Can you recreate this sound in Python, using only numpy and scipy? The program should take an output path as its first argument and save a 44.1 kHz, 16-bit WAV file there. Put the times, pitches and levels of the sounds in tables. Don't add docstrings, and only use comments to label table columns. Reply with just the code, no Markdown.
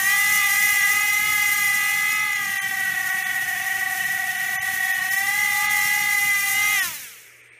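import sys
import numpy as np
from scipy import signal
from scipy.fft import rfft, irfft, next_fast_len
from scipy.io import wavfile
from scipy.ndimage import uniform_filter1d, map_coordinates

SR = 44100
rng = np.random.default_rng(int(sys.argv[2]) if len(sys.argv) > 2 else 0)


def int16_out(signal):
    q = np.round(np.clip(np.atleast_2d(signal).T, -1, 1) * 32767)
    wavfile.write(sys.argv[1], SR, q.astype(np.int16))


def boost_factor(decibels):
    exponent = np.asarray(decibels, float) / 20
    return 10 ** exponent


N = 335050
TIME = np.arange(N) / SR
COAST_FROM_S = 6.73

MULTIPLES = [1, 3, 4, *range(6, 27)]
# near motor [level/dB], far motor [level/dB]
ORDER_LEVELS = [(0, 2.5), (3, 4), (-3, 6.5), (0.5, 6), (2, 0.5), (-3.5, 1), (0, -44), (-8, -3.5), (-5, -30),
                (-13.5, -4), (-18, -30), (-1.5, -5.5), (-24, -30), (-7.5, 1), (-15, -28), (-6, -2),
                (-26, -23), (-11, -1.5), (-18, -34), (-17, -0.5), (-14, -24), (-3, -3), (-17, -37),
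                (-19, -13)]


def unit(x):
    return x / np.sqrt(np.mean(x ** 2) + 1e-20)


def curves(rows):
    s, *cols = np.transpose(rows)
    return [np.interp(TIME, s, c) for c in cols]


def coasting(start):
    return np.clip(TIME - start, 0, None)


def wobble(rate):
    knots = rng.standard_normal(int(N * rate / SR) + 4)
    return map_coordinates(knots, [TIME * rate])


def coloured(x, spectrum):
    hz, db = np.transpose(spectrum)
    size = next_fast_len(N + 8192)
    log_f = np.log(np.fft.rfftfreq(size, 1 / SR) + 1)
    gain = boost_factor(np.interp(log_f, np.log(hz), db))
    return irfft(rfft(x, size) * gain, size)[:N]


def rush(spectrum, patchy_db):
    z = signal.stft(rng.standard_normal(N + 512), nperseg=512)[2]
    field = uniform_filter1d(rng.standard_normal(z.shape), size=8, axis=0)
    field = uniform_filter1d(field, size=8, axis=1)
    patchy = signal.istft(z * boost_factor(patchy_db * unit(field)), nperseg=512)[1][:N]
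    return unit(coloured(patchy, spectrum))


def room():
    # f/Hz, level/dB per Hz
    floor = [(25, -24), (119, -12), (160, -32), (430, -4), (700, -16), (1100, -22), (1850, -1), (2230, 5.5),
             (2750, -7.5), (4500, -27), (8100, -48), (8550, -5.5), (9000, -35), (15500, -44)]
    hum = np.sin(2 * np.pi * 120 * TIME)
    return boost_factor(-49.5) * rush(floor, patchy_db=.8) + boost_factor(-66.5) * hum


def table():
    # f/Hz, level/dB per Hz
    drumming = [(15, -45), (25, -16.5), (128, 0.5), (204, -1.5), (339, -9.5), (397, -7), (466, -42),
                (600, -17), (780, -33), (1320, -120)]
    fade_db = -75 * coasting(6.88)
    rattle = boost_factor(1.5 * wobble(12)) * rush(drumming, patchy_db=1.2)
    return boost_factor(-50.5 + fade_db) * unit(rattle)


def air():
    # t/s, level/dB
    downwash = [
        (0, -25.5),
        (1.25, -26.5),
        (2, -30),
        (2.4, -33.5),
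        (4.3, -33.5),
        (5.1, -31),
        (5.8, -28),
        (6.3, -27.5),
        (6.75, -27),
    ]
    # t/s, level/dB
    puffs = [(0.382, 3), (1.75, 4), (5.7, 9.5), (5.13, 3.5), (6.5, 4), (7.5, -15), (4.6, 0), (5, -5),
             (5.69, -17), (2.3, -3), (2.6, 1)]
    puff_s = 0.02
    flow_db = curves(downwash)[0]
    puffs_db = sum(db * np.exp(-((TIME - s) / puff_s) ** 2) for s, db in puffs)
    hiss_db = flow_db + puffs_db - 56 * coasting(6.85)
    wake_db = -31.5 + (0.34 - 1) * (flow_db + 28.5) - puffs_db + 30.5
    wake_db = wake_db - 14 * coasting(COAST_FROM_S)
    return hiss_db, wake_db


def swish(angle, spectrum, memory):
    slots = 128
    passes = angle / np.pi
    fresh = rng.standard_normal((int(passes[-1]) + 2, slots))
    pattern = signal.lfilter([1], [1, -np.clip(memory, 0, .9)], fresh, axis=0).ravel()
    noise = np.interp(passes * slots, np.arange(pattern.size), pattern)
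    return unit(coloured(noise, spectrum))


def blade_hiss(near, far):
    # f/Hz, level/dB per Hz
    tips = [(2000, -45), (3800, -12), (4800, -7.5), (6200, 1), (7800, -3.5), (9500, -1.5), (12000, -1),
            (15500, -1)]
    passes = (1 + .3 * np.cos(2 * near)) * (1 + .3 * np.cos(2 * far))
    gusts = boost_factor(0.73 * wobble(8) + 0.71 * wobble(15) + 0.78 * wobble(38))
    facing = np.clip((TIME - 2.2) / 3, .1, .9)
    swishes = np.sqrt(facing) * swish(near, tips, memory=.62)
    swishes += np.sqrt(1 - facing) * swish(far, tips, memory=.75)
    loose = boost_factor(-8) * rush(tips, patchy_db=1.2)
    return unit(passes * gusts * (swishes + loose))


def blade_wake(near, far):
    # f/Hz, level/dB per Hz
    churn = [(300, -53), (560, -22.5), (800, -11.5), (1030, -14), (1400, -6.5), (2100, 1), (3200, -6),
             (4200, -13.5), (6000, -33)]
    turns = swish(near / 2, churn, memory=.65) + swish(far / 2, churn, memory=.65)
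    return unit(turns + .65 * rush(churn, patchy_db=2.5))


def blades(near, far):
    hiss_db, wake_db = air()
    wake = boost_factor(wake_db - 5) * blade_wake(near, far)
    return boost_factor(hiss_db + 0.7) * (blade_hiss(near, far) + wake)


def turning():
    turn_s = (2.3, 2.75, 4.95, 5.35)
    return np.interp(TIME, turn_s, (0, 1, 1, 0))


def settling():
    rate_hz, depth_hz, decay_s = 3.25, 4, .9
    since = coasting(np.array((.3, 5.3))[:, None])
    ringing = np.sin(2 * np.pi * rate_hz * since) * np.exp(-since / decay_s)
    return depth_hz * np.sum(ringing, axis=0)


def shaft(rows, swing, unsteady):
    coast_s, bend = .513, 1.28
    mean, depth = curves(rows)
    mean = uniform_filter1d(mean, size=2500) + settling() + .2 * depth * wobble(5)
    depth = depth * boost_factor(1.1 * wobble(6)) * (TIME < COAST_FROM_S)
    slowing = np.exp(-(coasting(COAST_FROM_S) / coast_s) ** bend)
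    speed = mean * slowing + depth * np.sin(swing) + unsteady * wobble(40)
    throb_db = 0.38 * depth * np.sin(swing + 0.5)
    return 2 * np.pi * np.cumsum(speed) / SR, throb_db


def tone(angle, flutter_db, rate=14):
    flutter = boost_factor(flutter_db * wobble(rate))
    return np.sqrt(2) * flutter * np.sin(angle + rng.uniform(0, 2 * np.pi))


def layers(load, mix, fading):
    over_db, turn_db, swung_db, surge_db, start, fade = np.array([*mix, *fading])[:, :, None]
    swung = np.interp(TIME, (2.1, 5.1), (0, 1))
    surge = np.interp(TIME, (6.5, 6.68), (0, 1))
    level_db = curves(load)[0] + over_db + turn_db * turning()
    return level_db + swung_db * swung + surge_db * surge - fade * coasting(start)


def motor(angle, throb_db, load, orders, whine_db, blade_db, low_db, high_db):
    # f/Hz, level/dB
    shell = [(250, -14), (420, -25), (800, -14.5), (1300, -0.5), (2200, -4), (3300, -3), (4700, -9.5),
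             (6200, -3.5), (7800, -12), (15000, -0.5)]
    whine, blade, low, high = load
    bars = boost_factor(whine + whine_db + throb_db) * tone(angle * 5, 1.3)
    steady = sum(boost_factor(db) * tone(k * angle, 3.03) for k, db in orders if k < 9.5)
    blurred = sum(boost_factor(db) * tone(k * angle, 5, 110) for k, db in orders if k > 9.5)
    others = boost_factor(low + low_db) * steady + boost_factor(high + high_db) * blurred
    return bars + boost_factor(blade + blade_db) * tone(2 * angle, 1.9) + coloured(others, shell)


def third_motor(swing):
    # t/s, mean shaft turns f/Hz, hunting depth/Hz
    drive = [
        (0, 386, 6),
        (5, 385, 6),
        (5.3, 392, 5),
    ]
    angle, throb_db = shaft(drive, swing, unsteady=1.203)
    whine = tone(angle * 5, 2.5)
    level_db = -32 - 60 * (1 - turning()) ** 2
    return boost_factor(level_db + throb_db) * (whine + boost_factor(-13.0) * tone(2 * angle, 1.5))


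def far_motor(swing):
    # t/s, mean shaft turns f/Hz, hunting depth/Hz
    drive = [(0, 385, 2), (.12, 411.5, 2), (.22, 419, 2), (.9, 413.5, 3), (1.28, 422.5, 1), (1.5, 416.5, 2),
             (1.75, 414.5, 1), (2, 422, 1), (2.2, 424.5, 1), (2.35, 416, 2), (2.7, 382, 9), (3.1, 372, 11),
             (4.7, 375.5, 12), (5.02, 371, 5), (5.4, 415, 2), (6.12, 414.8, 1), (6.55, 393, 2),
             (6.72, 400, 1)]
    # t/s, level/dB
    load = [(0, -25), (.25, -25.5), (.7, -23.5), (1.1, -24.5), (2.1, -27), (2.6, -26), (3.3, -25),
            (4.1, -23.5), (5.05, -26.5), (5.7, -21.5), (6.15, -23), (6.35, -27.5), (6.75, -25.5)]
    # whine, blade tone, low orders, high orders [level/dB]
    mix = [
        (-0.15, -16, -8, -6.5),
        (0.23, 0, -3, -7.5),
        (0, 5.5, -5.5, -5),
        (1, -3.5, 1, 5),
    ]
    # start t/s, fade/dB per s
    fading = [
        (6.75, 6.77, 6.74, 6.78),
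        (250, 170, 100, 75),
    ]
    angle, throb_db = shaft(drive, swing + 2.51, unsteady=0.879)
    orders = list(zip(MULTIPLES, np.transpose(ORDER_LEVELS)[1]))
    return angle, motor(angle, throb_db, layers(load, mix, fading), orders,
                        whine_db=-6.0, blade_db=-3.0, low_db=-8.5, high_db=-8)


def near_motor(swing):
    # t/s, mean shaft turns f/Hz, hunting depth/Hz
    drive = [(0, 368, 4), (.09, 389, 3), (.22, 400.5, 2), (.9, 399, 5.5), (1.17, 411.5, 1.5),
             (1.44, 409, 3), (1.8, 399.5, 1.5), (2.07, 406.5, 1), (2.28, 406, .6), (2.5, 385, 3),
             (2.8, 380, 9), (4.6, 382.5, 9), (5.02, 375, 8), (5.42, 402, 3.5), (5.8, 397, 1),
             (6.25, 406.7, .6), (6.42, 401, 1), (6.73, 418, .6)]
    # t/s, level/dB
    load = [(0, -27), (.1, -19.5), (.5, -21), (1.1, -22), (2.1, -23), (2.6, -28), (4.1, -33), (4.8, -27.5),
            (5.3, -23), (6.15, -22.5), (6.75, -22)]
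    # whine, blade tone, low orders, high orders [level/dB]
    mix = [
        (0, -16, -11, -13),
        (0, 4, 0, -4),
        (0, 1.5, 0, 3),
        (0, 1, 6, 2),
    ]
    # start t/s, fade/dB per s
    fading = [
        (6.82, 6.78, 6.78, 6.78),
        (380, 125, 74, 50),
    ]
    angle, throb_db = shaft(drive, swing, unsteady=0.789)
    orders = list(zip(MULTIPLES, np.transpose(ORDER_LEVELS)[0]))
    return angle, motor(angle, throb_db, layers(load, mix, fading), orders,
                        whine_db=-0.5, blade_db=-6.0, low_db=-8.5, high_db=-4.5)


def quadcopter():
    # t/s, swings f/Hz
    hunting = [
        (0, 16),
        (1.05, 15),
        (2.4, 30),
        (3, 23.5),
        (4.4, 21.5),
        (5.3, 27),
        (7.6, 25),
    ]
    swings_hz = curves(hunting)[0] * (1 + .05 * wobble(5))
    swing = 2 * np.pi * np.cumsum(swings_hz) / SR
    near, near_tones = near_motor(swing)
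    far, far_tones = far_motor(swing)
    return near_tones + far_tones + third_motor(swing + 4.24) + blades(near, far)


def scene():
    return (room() + table() + quadcopter())[None]


def strongest_lines(x, keep_db, masked_db):
    # t/s, half length/s, kept within level/dB of the loudest
    thinned = [(1.707, .011, 29.5), (2.157, .011, 29), (2.218, .011, 31.5), (2.345, .011, 31),
               (2.598, .015, 22.5), (3.114, .011, 29), (3.249, .011, 28), (4.045, .011, 30),
               (4.377, .011, 27.5), (4.591, .025, 23), (4.93, .011, 28.5), (5.106, .011, 27),
               (5.168, .011, 29.5), (5.608, .011, 28), (5.682, .011, 31.5), (6.81, .012, 23),
               (7.427, .009, 23), (7.51, .009, 24)]
    hz, t, z = signal.stft(x, SR, window="cosine", nperseg=1024, noverlap=768)
    power = uniform_filter1d(abs(z) ** 2, size=3, axis=-2)
    level = np.sqrt(uniform_filter1d(power, size=3, axis=-1))
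    loudest = uniform_filter1d(level.max(axis=-2, keepdims=True), size=15, axis=-1)
    within = np.full(len(t), keep_db)
    for s, half, db in thinned:
        within[abs(t - s) < half] = db
    between = (hz > 420) & (hz < 1150)
    limit = np.where(between[:, None], np.minimum(within, masked_db), within)
    kept = (level > loudest * boost_factor(-limit)) & (hz < 15350)[:, None]
    return signal.istft(z * kept, SR, window="cosine", nperseg=1024, noverlap=768)[1][..., :N]


def roll_off(x):
    return signal.sosfilt(signal.butter(12, 16640, fs=SR, output="sos"), x)


def record(dry):
    mix = strongest_lines(dry, keep_db=52., masked_db=40.)
    return roll_off(mix)


dry = scene()
out = record(dry)
int16_out(out)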